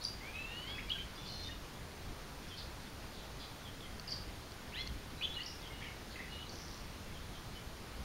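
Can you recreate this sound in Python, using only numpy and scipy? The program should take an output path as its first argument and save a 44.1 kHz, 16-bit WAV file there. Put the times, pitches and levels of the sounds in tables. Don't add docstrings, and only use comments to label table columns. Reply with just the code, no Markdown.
import sys
import numpy as np
from scipy import signal
from scipy.fft import rfft, irfft
from scipy.io import wavfile
from scipy.ndimage import uniform_filter1d

SR = 44100
rng = np.random.default_rng(int(sys.argv[2]) if len(sys.argv) > 2 else 0)


def pcm_store(signal):
    levels = np.round(np.clip(np.atleast_2d(signal), -1, 1) * 32767)
    wavfile.write(sys.argv[1], SR, levels.astype(np.int16).T)


def volts_from_decibels(level):
    exponent = np.asarray(level, float) / 20
    return 10 ** exponent


N = 354563


def add(mix, s, sound):
    part = mix[round(s * SR):][:len(sound)]
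    part += sound[:len(part)]


def evened(x):
    return x / np.sqrt(np.mean(x ** 2) + 1e-20)


def wobble(count, ms):
    size = max(int(ms * SR / 1000), 2)
    noise = rng.standard_normal(count + 2000)
    smooth = uniform_filter1d(uniform_filter1d(noise, size), size)
    return evened(smooth)[:count]


def unroll(rows):
    s, *columns = np.transpose(rows)
    t = np.arange(s[0], s[-1], 1 / SR)
    return [np.interp(t, s, column) for column in columns]


def voice(hz, partials, flutter_db=2.0, shake=0.0061, rasp=0.51):
    count = len(hz)
    turns = np.cumsum(hz * (1 + shake * wobble(count, 4.8))) / SR
    tone = np.zeros(count)
    for multiple, db in partials:
        level = volts_from_decibels(db + flutter_db * wobble(count, 3.4))
        tone += level * np.sin(2 * np.pi * multiple * turns)
    soft_ends = signal.windows.tukey(count, min(.1, 400 / count))
    return np.sqrt(2) * tone * (1 + rasp * wobble(count, .7)) * soft_ends


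# time in seconds, pitch in Hz, level in dB.
GLIDE_FIRST_SIDE = [(0.205, 1016, -59), (0.287, 1187, -52), (0.325, 1210, -59), (0.355, 1273, -47),
                    (0.5, 1366, -51.5), (0.615, 1487, -50), (0.655, 1510, -51), (0.71, 1662, -48),
                    (0.8, 1695, -55)]
# time in seconds, pitch in Hz, level in dB.
GLIDE_SECOND_SIDE = [(0.24, 1520, -68), (0.254, 1533, -56), (0.37, 1728, -68), (0.544, 1865, -55.5),
                     (0.638, 1997, -67), (0.682, 2170, -49.5), (0.76, 2310, -67), (0.78, 2290, -51)]
# time in seconds, pitch in Hz, level in dB.
ARCH_LOWER_SIDE = [(4.72, 1015, -59), (4.754, 1728, -53), (4.77, 1964, -49.5), (4.816, 2135, -46.5),
                   (4.856, 2120, -69), (4.875, 2090, -43)]
# time in seconds, pitch in Hz, level in dB.
ARCH_UPPER_SIDE = [(4.755, 2160, -64), (4.767, 2480, -51), (4.793, 3270, -48.5), (4.818, 3400, -41.5),
                   (4.86, 3350, -74.5)]


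def glide_and_arch():
    out = np.zeros(N)
    sides = [(GLIDE_FIRST_SIDE, (-19, 0, -14.5)), (GLIDE_SECOND_SIDE, (-4, -6)),
             (ARCH_LOWER_SIDE, (-3, -2)), (ARCH_UPPER_SIDE, (0,))]
    for rows, partials_db in sides:
        hz, db = unroll(rows)
        sung = voice(hz, enumerate(partials_db, 1), flutter_db=1.5, rasp=0.33)
        add(out, rows[0][0], volts_from_decibels(db) * sung)

    upper_start_s = ARCH_UPPER_SIDE[0][0]
    upper_hz, upper_db = unroll(ARCH_UPPER_SIDE)
    skipped = round((upper_start_s - ARCH_LOWER_SIDE[0][0]) * SR)
    lower_hz = unroll(ARCH_LOWER_SIDE)[0][skipped:]
    sum_hz = upper_hz + np.resize(lower_hz, len(upper_hz))
    add(out, upper_start_s, volts_from_decibels(upper_db - 18) * voice(sum_hz, [(1, 0)]))
    return out


# time in seconds, pitch in Hz, level in dB, mouth resonance in Hz.
NASAL_DRAWL = [(1.17, 563.5, -59, 3400), (1.206, 587.5, -57, 3500), (1.264, 572, -57, 3430),
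               (1.3, 605, -54.5, 4250), (1.428, 596, -55, 4220), (1.455, 605, -48.5, 3680),
               (1.49, 610, -56, 3650), (1.516, 616, -64, 3650), (1.56, 597.5, -62, 3600)]
MOUTH_WIDTH_HZ, OFF_MOUTH_DB, TILT_DB_PER_PARTIAL = 360, -12.5, -0.5


def drawl():
    out = np.zeros(N)
    hz, db, mouth_hz = unroll(NASAL_DRAWL)
    partials = []
    for k in range(5, 11):
        away = 1 - np.exp(-((k * hz - mouth_hz) / MOUTH_WIDTH_HZ) ** 2)
        partials.append((k, (OFF_MOUTH_DB + TILT_DB_PER_PARTIAL * (k - 7)) * away))
    sung = voice(hz, partials, flutter_db=3.0, shake=0.0018, rasp=0.49)
    add(out, NASAL_DRAWL[0][0], volts_from_decibels(db) * sung)
    return out


# time in seconds, peak level in dB, ring in Hz.
BEAK_CLICKS = [
    (3.8068, -46, 3520),
    (3.9968, -39, 4500),
    (4.5195, -47, 4500),
    (4.8741, -37.5, 4400),
    (4.8755, -50, 6350),
    (4.876, -49, 2900),
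    (5.6186, -47, 4680),
    (5.6754, -49, 4990),
]
# pitch in Hz, width in Hz, level in dB.
RATTLE_TONES = [(4600, 900, -4), (5800, 900, -2.5)]
RATTLE_START_S, KNOCKS_PER_S, JITTER_S = 6.4945, 32.05, 0.00062
RATTLE_TOP_S, RATTLE_DB, SAG_DB_PER_S, SPREAD_DB = 6.65, -44, 15, 2.5


def ring(hz, width_hz):
    u = np.arange(400) / SR * width_hz
    swell = (np.e * u * np.exp(-u / .5)) ** 2 * 4
    return np.sin(2 * np.pi * hz / width_hz * u) * swell


def beak(direct, to_walls):
    knocks = []
    for s, db, hz in BEAK_CLICKS:
        click = ring(hz, 560) + 0.42 * ring(1.27 * hz, 860) + 0.26 * ring(0.66 * hz, 900)
        knocks.append((s, db, click))
    rattle = sum(volts_from_decibels(db) * ring(hz, width_hz) for hz, width_hz, db in RATTLE_TONES)
    for s in RATTLE_START_S + np.arange(10) / KNOCKS_PER_S + JITTER_S * rng.standard_normal(10):
        sag_db = SAG_DB_PER_S * abs(s - RATTLE_TOP_S)
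        knocks.append((s, RATTLE_DB - sag_db + SPREAD_DB * rng.standard_normal(), rattle))
    for s, db, knock in knocks:
        add(direct, s, volts_from_decibels(db + 2.8) * knock)
        add(to_walls, s, volts_from_decibels(db - 13.0) * knock)


# start in seconds, length in ms, start pitch in Hz, end pitch in Hz, level in dB.
FALLING_CHIPS = [(.031, 6, 10400, 9800, -61), (.037, 5, 11050, 9400, -52), (.04, 3.8, 6200, 4900, -40.5),
                 (.0485, 5.4, 4990, 4590, -31), (.049, 3, 9900, 9500, -54), (.895, 4, 5600, 2900, -42.5),
                 (.982, 7.3, 2700, 1980, -47), (4.074, 14.5, 5190, 4383, -46.5),
                 (4.088, 9.7, 4960, 4280, -46), (4.107, 6, 5830, 4930, -45), (4.119, 8.5, 5200, 4300, -35),
                 (4.14, 6.3, 5090, 4340, -48), (5.459, 9.4, 6160, 4800, -43), (5.913, 7.6, 2350, 2150, -53),
                 (6.156, 11.5, 2700, 2450, -53), (6.156, 13.4, 2100, 1950, -50),
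                 (6.496, 7, 4800, 4250, -49)]
# start in seconds, length in ms, start pitch in Hz, end pitch in Hz, level in dB.
UPWARD_FLICKS = [(.775, 28, 1565, 2950, -46.5), (.9, 15.3, 2820, 3160, -36.5),
                 (.912, 15, 3110, 3410, -34.5), (2.482, 14, 5000, 5800, -59),
                 (4.736, 25, 2507, 3560, -47.5), (5.211, 30, 4300, 4750, -58),
                 (5.211, 15, 2450, 2660, -42.5), (5.221, 13, 2770, 3260, -39.5),
                 (5.322, 43, 3550, 4260, -51.5), (5.381, 24, 1840, 2070, -51), (5.395, 32, 4058, 4580, -54),
                 (5.397, 32, 2750, 3015, -44.5), (5.432, 5.6, 4270, 5300, -46),
                 (5.445, 18, 4430, 4700, -55.5), (5.808, 25, 1614, 2450, -51), (6.188, 26, 1838, 2170, -48),
                 (6.466, 6, 3800, 4200, -53)]
# start in seconds, length in ms, pitch in Hz, level in dB.
WHISTLES_FACING = [(0.011, 20, 4350, -50), (.69, 95, 1610, -61), (.8, 66, 3290, -58), (.873, 21, 2340, -52),
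                   (.94, 93, 3084, -47), (1.155, 18, 4900, -57), (1.485, 21, 1845, -51.5),
                   (1.505, 29, 2870, -52), (3.855, 14, 2100, -58), (4.079, 11, 2860, -52),
                   (4.125, 12, 3190, -52), (4.89, 16, 3260, -57.5), (5.227, 35, 3410, -36),
                   (5.359, 28.7, 2890, -43), (5.472, 68, 2860, -60), (5.61, 60, 2095, -62),
                   (5.718, 82, 2883, -56), (5.862, 16, 2940, -52), (5.875, 28, 2180, -54),
                   (6.285, 130, 2894, -54.5), (6.398, 44, 2945, -52), (6.41, 22.4, 3370, -58)]
# start in seconds, length in ms, pitch in Hz, level in dB.
WHISTLES_AWAY = [(.744, 29, 2570, -49.5), (.95, 24, 1593, -52.5), (5.174, 41, 3945, -57.5),
                 (5.23, 12, 3710, -54), (5.232, 25, 6450, -63), (5.235, 25, 3115, -41),
                 (5.292, 72, 3400, -52.5), (5.702, 30, 2135, -54), (5.843, 12, 1850, -55),
                 (6.245, 32.4, 2580, -58.5), (7.545, 42, 3013, -56)]
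# start in seconds, level in dB.
DISTANT_CALLS = [
    (2.497, -56),
    (3.645, -56.5),
    (3.81, -58.5),
    (5.625, -57.5),
    (5.8, -59),
    (7.13, -61.5),
    (7.325, -61),
]
HELD_RISE = 0.0065


def notes():
    rows = [(*row, -1) for row in FALLING_CHIPS]
    rows += [(*row, -3) for row in UPWARD_FLICKS]
    rows += [(s, 43.3, 3550, 2930, db, 3.5) for s, db in DISTANT_CALLS]
    for whistles, echo_db in ((WHISTLES_FACING, -6.5), (WHISTLES_AWAY, -2.5)):
        for s, ms, hz, db in whistles:
            rows.append((s, ms, hz * (1 - HELD_RISE), hz * (1 + HELD_RISE), db, echo_db))
    return rows


def short_notes(direct, to_walls):
    for s, ms, start_hz, end_hz, db, echo_db in notes():
        u = np.linspace(0, 1, round(ms * SR / 1000))
        hz = start_hz + (end_hz - start_hz) * u
        sung = evened(voice(hz, [(1, 0)], flutter_db=2.5, rasp=.28))
        note = volts_from_decibels(db) * sung * np.abs(np.sin(np.pi * u)) ** .45
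        add(direct, s, note)
        add(to_walls, s, volts_from_decibels(echo_db) * note)


# start in seconds, length in ms, centre pitch in Hz, swing in Hz, level in dB.
HARSH_CHIRPS = [(.01, 25.4, 5000, 1000, -48), (1.25, 81, 4790, 350, -55), (1.3, 164, 4900, 1200, -62),
                (2.56, 57, 4600, 950, -51), (3.112, 30, 5100, 250, -60), (3.13, 107, 4100, 550, -59.5),
                (4.08, 71, 5240, 300, -52), (3.392, 64, 4480, 1010, -52.5), (5.47, 45, 5800, 600, -52),
                (5.63, 79, 3280, 400, -63), (5.799, 103, 2630, 700, -56), (6.1, 45, 4160, 900, -56),
                (6.17, 110, 2300, 496, -60), (6.3, 150, 4000, 600, -60.5), (6.5, 320, 5700, 1000, -60)]
CHIRP_FADE_DB, CHIRP_GRAIN_DB, CHIRP_RISE_S = -5, 2.5, 0.011


def harsh_chirps(direct, to_walls):
    for s, ms, hz, swing_hz, db in HARSH_CHIRPS:
        t = np.arange(round(ms * SR / 1000)) / SR
        u = t / t[-1]
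        shake = signal.sawtooth(2 * np.pi * 85 * t + .8 * wobble(len(t), 8), .7)
        shaken_hz = (hz + swing_hz * shake) * (1 - .08 * u)
        sung = evened(voice(shaken_hz, [(0.95, 0)], flutter_db=CHIRP_GRAIN_DB))
        chirp = volts_from_decibels(db + CHIRP_FADE_DB * (u - .5)) * sung * np.minimum(t / CHIRP_RISE_S, 1)
        add(direct, s, .7 * chirp)
        add(to_walls, s, chirp)


def walls(x, t60=0.4, gap_s=.004):
    slots = np.arange(0, SR // 2, 40)
    at = slots + rng.integers(0, 40, len(slots))
    taps = np.zeros(SR)
    taps[at + round(gap_s * SR)] = rng.choice([-1., 1.], len(at)) * volts_from_decibels(-60 * at / SR / t60)
    return signal.oaconvolve(x, taps / np.linalg.norm(taps))[:N]


# frequency in Hz, level in dB per Hz.
TOWN_TONE = [(12, -9), (40, 0), (560, -16), (1200, -18), (2630, -23), (4480, -24), (7820, -32),
             (15700, -38)]
TOWN_DB = -48


def town_wash():
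    frames, hz = N // 256 + 5, np.fft.rfftfreq(1024, 1 / SR)
    a, b, patches = rng.standard_normal((frames, 513, 3)).T
    patches = uniform_filter1d(patches, size=14, axis=0)
    patches = evened(uniform_filter1d(patches, size=16, axis=1))
    tone_hz, tone_db = np.transpose(TOWN_TONE)
    shape_db = np.interp(np.log(hz + 1), np.log(tone_hz), tone_db)[:, None]
    spectrum = (a + 1j * b) * volts_from_decibels(shape_db + 0.86 * patches)
    noise = signal.istft(spectrum, nperseg=1024, noverlap=768)[1][:N]
    return volts_from_decibels(TOWN_DB) * evened(noise)


# time in seconds, level in dB.
ENGINE_SWELLS = [
    (.15, -53),
    (1.0, -53),
    (1.7, -52),
    (3.3, -47.5),
    (4.9, -42),
    (6.07, -50),
    (7.0, -72),
    (8.04, -44),
]
SWELL_S, IDLE_DB = 0.091, -69


def engine_drone():
    t = np.arange(N) / SR
    load = volts_from_decibels(IDLE_DB) + np.zeros(N)
    for s, db in ENGINE_SWELLS:
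        load += volts_from_decibels(db) * np.exp(-((t - s) / SWELL_S) ** 2 / 2)
    turns = np.cumsum(54 + 3.11 * wobble(N, 151)) / SR
    return volts_from_decibels(-4.5) * load * np.sin(2 * np.pi * turns)


def scene():
    song = glide_and_arch() + drawl()
    direct, to_walls = np.zeros((2, N))
    for play in (beak, short_notes, harsh_chirps):
        play(direct, to_walls)
    mono = song + direct + walls(to_walls + volts_from_decibels(-7) * song) + town_wash() + engine_drone()
    return np.array([mono, mono])


# pitch in Hz, level in dB.
ELECTRONIC_WHINE = [(15734, -86), (15704, -90), (15747, -90)]


def whine():
    t = np.arange(N) / SR
    return sum(np.sqrt(2) * volts_from_decibels(db) * np.sin(2 * np.pi * hz * t) for hz, db in ELECTRONIC_WHINE)


def splits(mono, count=25):
    side, hz = np.zeros(N), np.fft.rfftfreq(2048, 1 / SR)
    for s, centre_hz in rng.uniform((1.5, 6400), (7.8, 15200), (count, 2)):
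        hiss = mono[round(s * SR) + 4096:][:2048]
        band = irfft(rfft(hiss) * (abs(hz - centre_hz) < 750))
        add(side, s - 1024 / SR, volts_from_decibels(-2.5) * band * np.hanning(2048))
    return side


def roll_off(x):
    return signal.sosfilt(signal.butter(12, 15850, fs=SR, output="sos"), x)


NOTCH_HZ, NOTCH_WIDTH_HZ, EDGE_HZ = 7790, 480, 15770


def record(dry):
    notch = signal.iirnotch(NOTCH_HZ, NOTCH_HZ / NOTCH_WIDTH_HZ, SR)
    heard = .93 * signal.lfilter(*notch, dry) + .07 * dry + whine()
    heard = heard + splits(heard[0]) * np.array([[1], [-1]])
    edge = signal.firwin(2047, EDGE_HZ, window=("kaiser", 9), fs=SR)
    return roll_off(signal.oaconvolve(heard, edge[None], "same"))


dry = scene()
out = record(dry)
pcm_store(out)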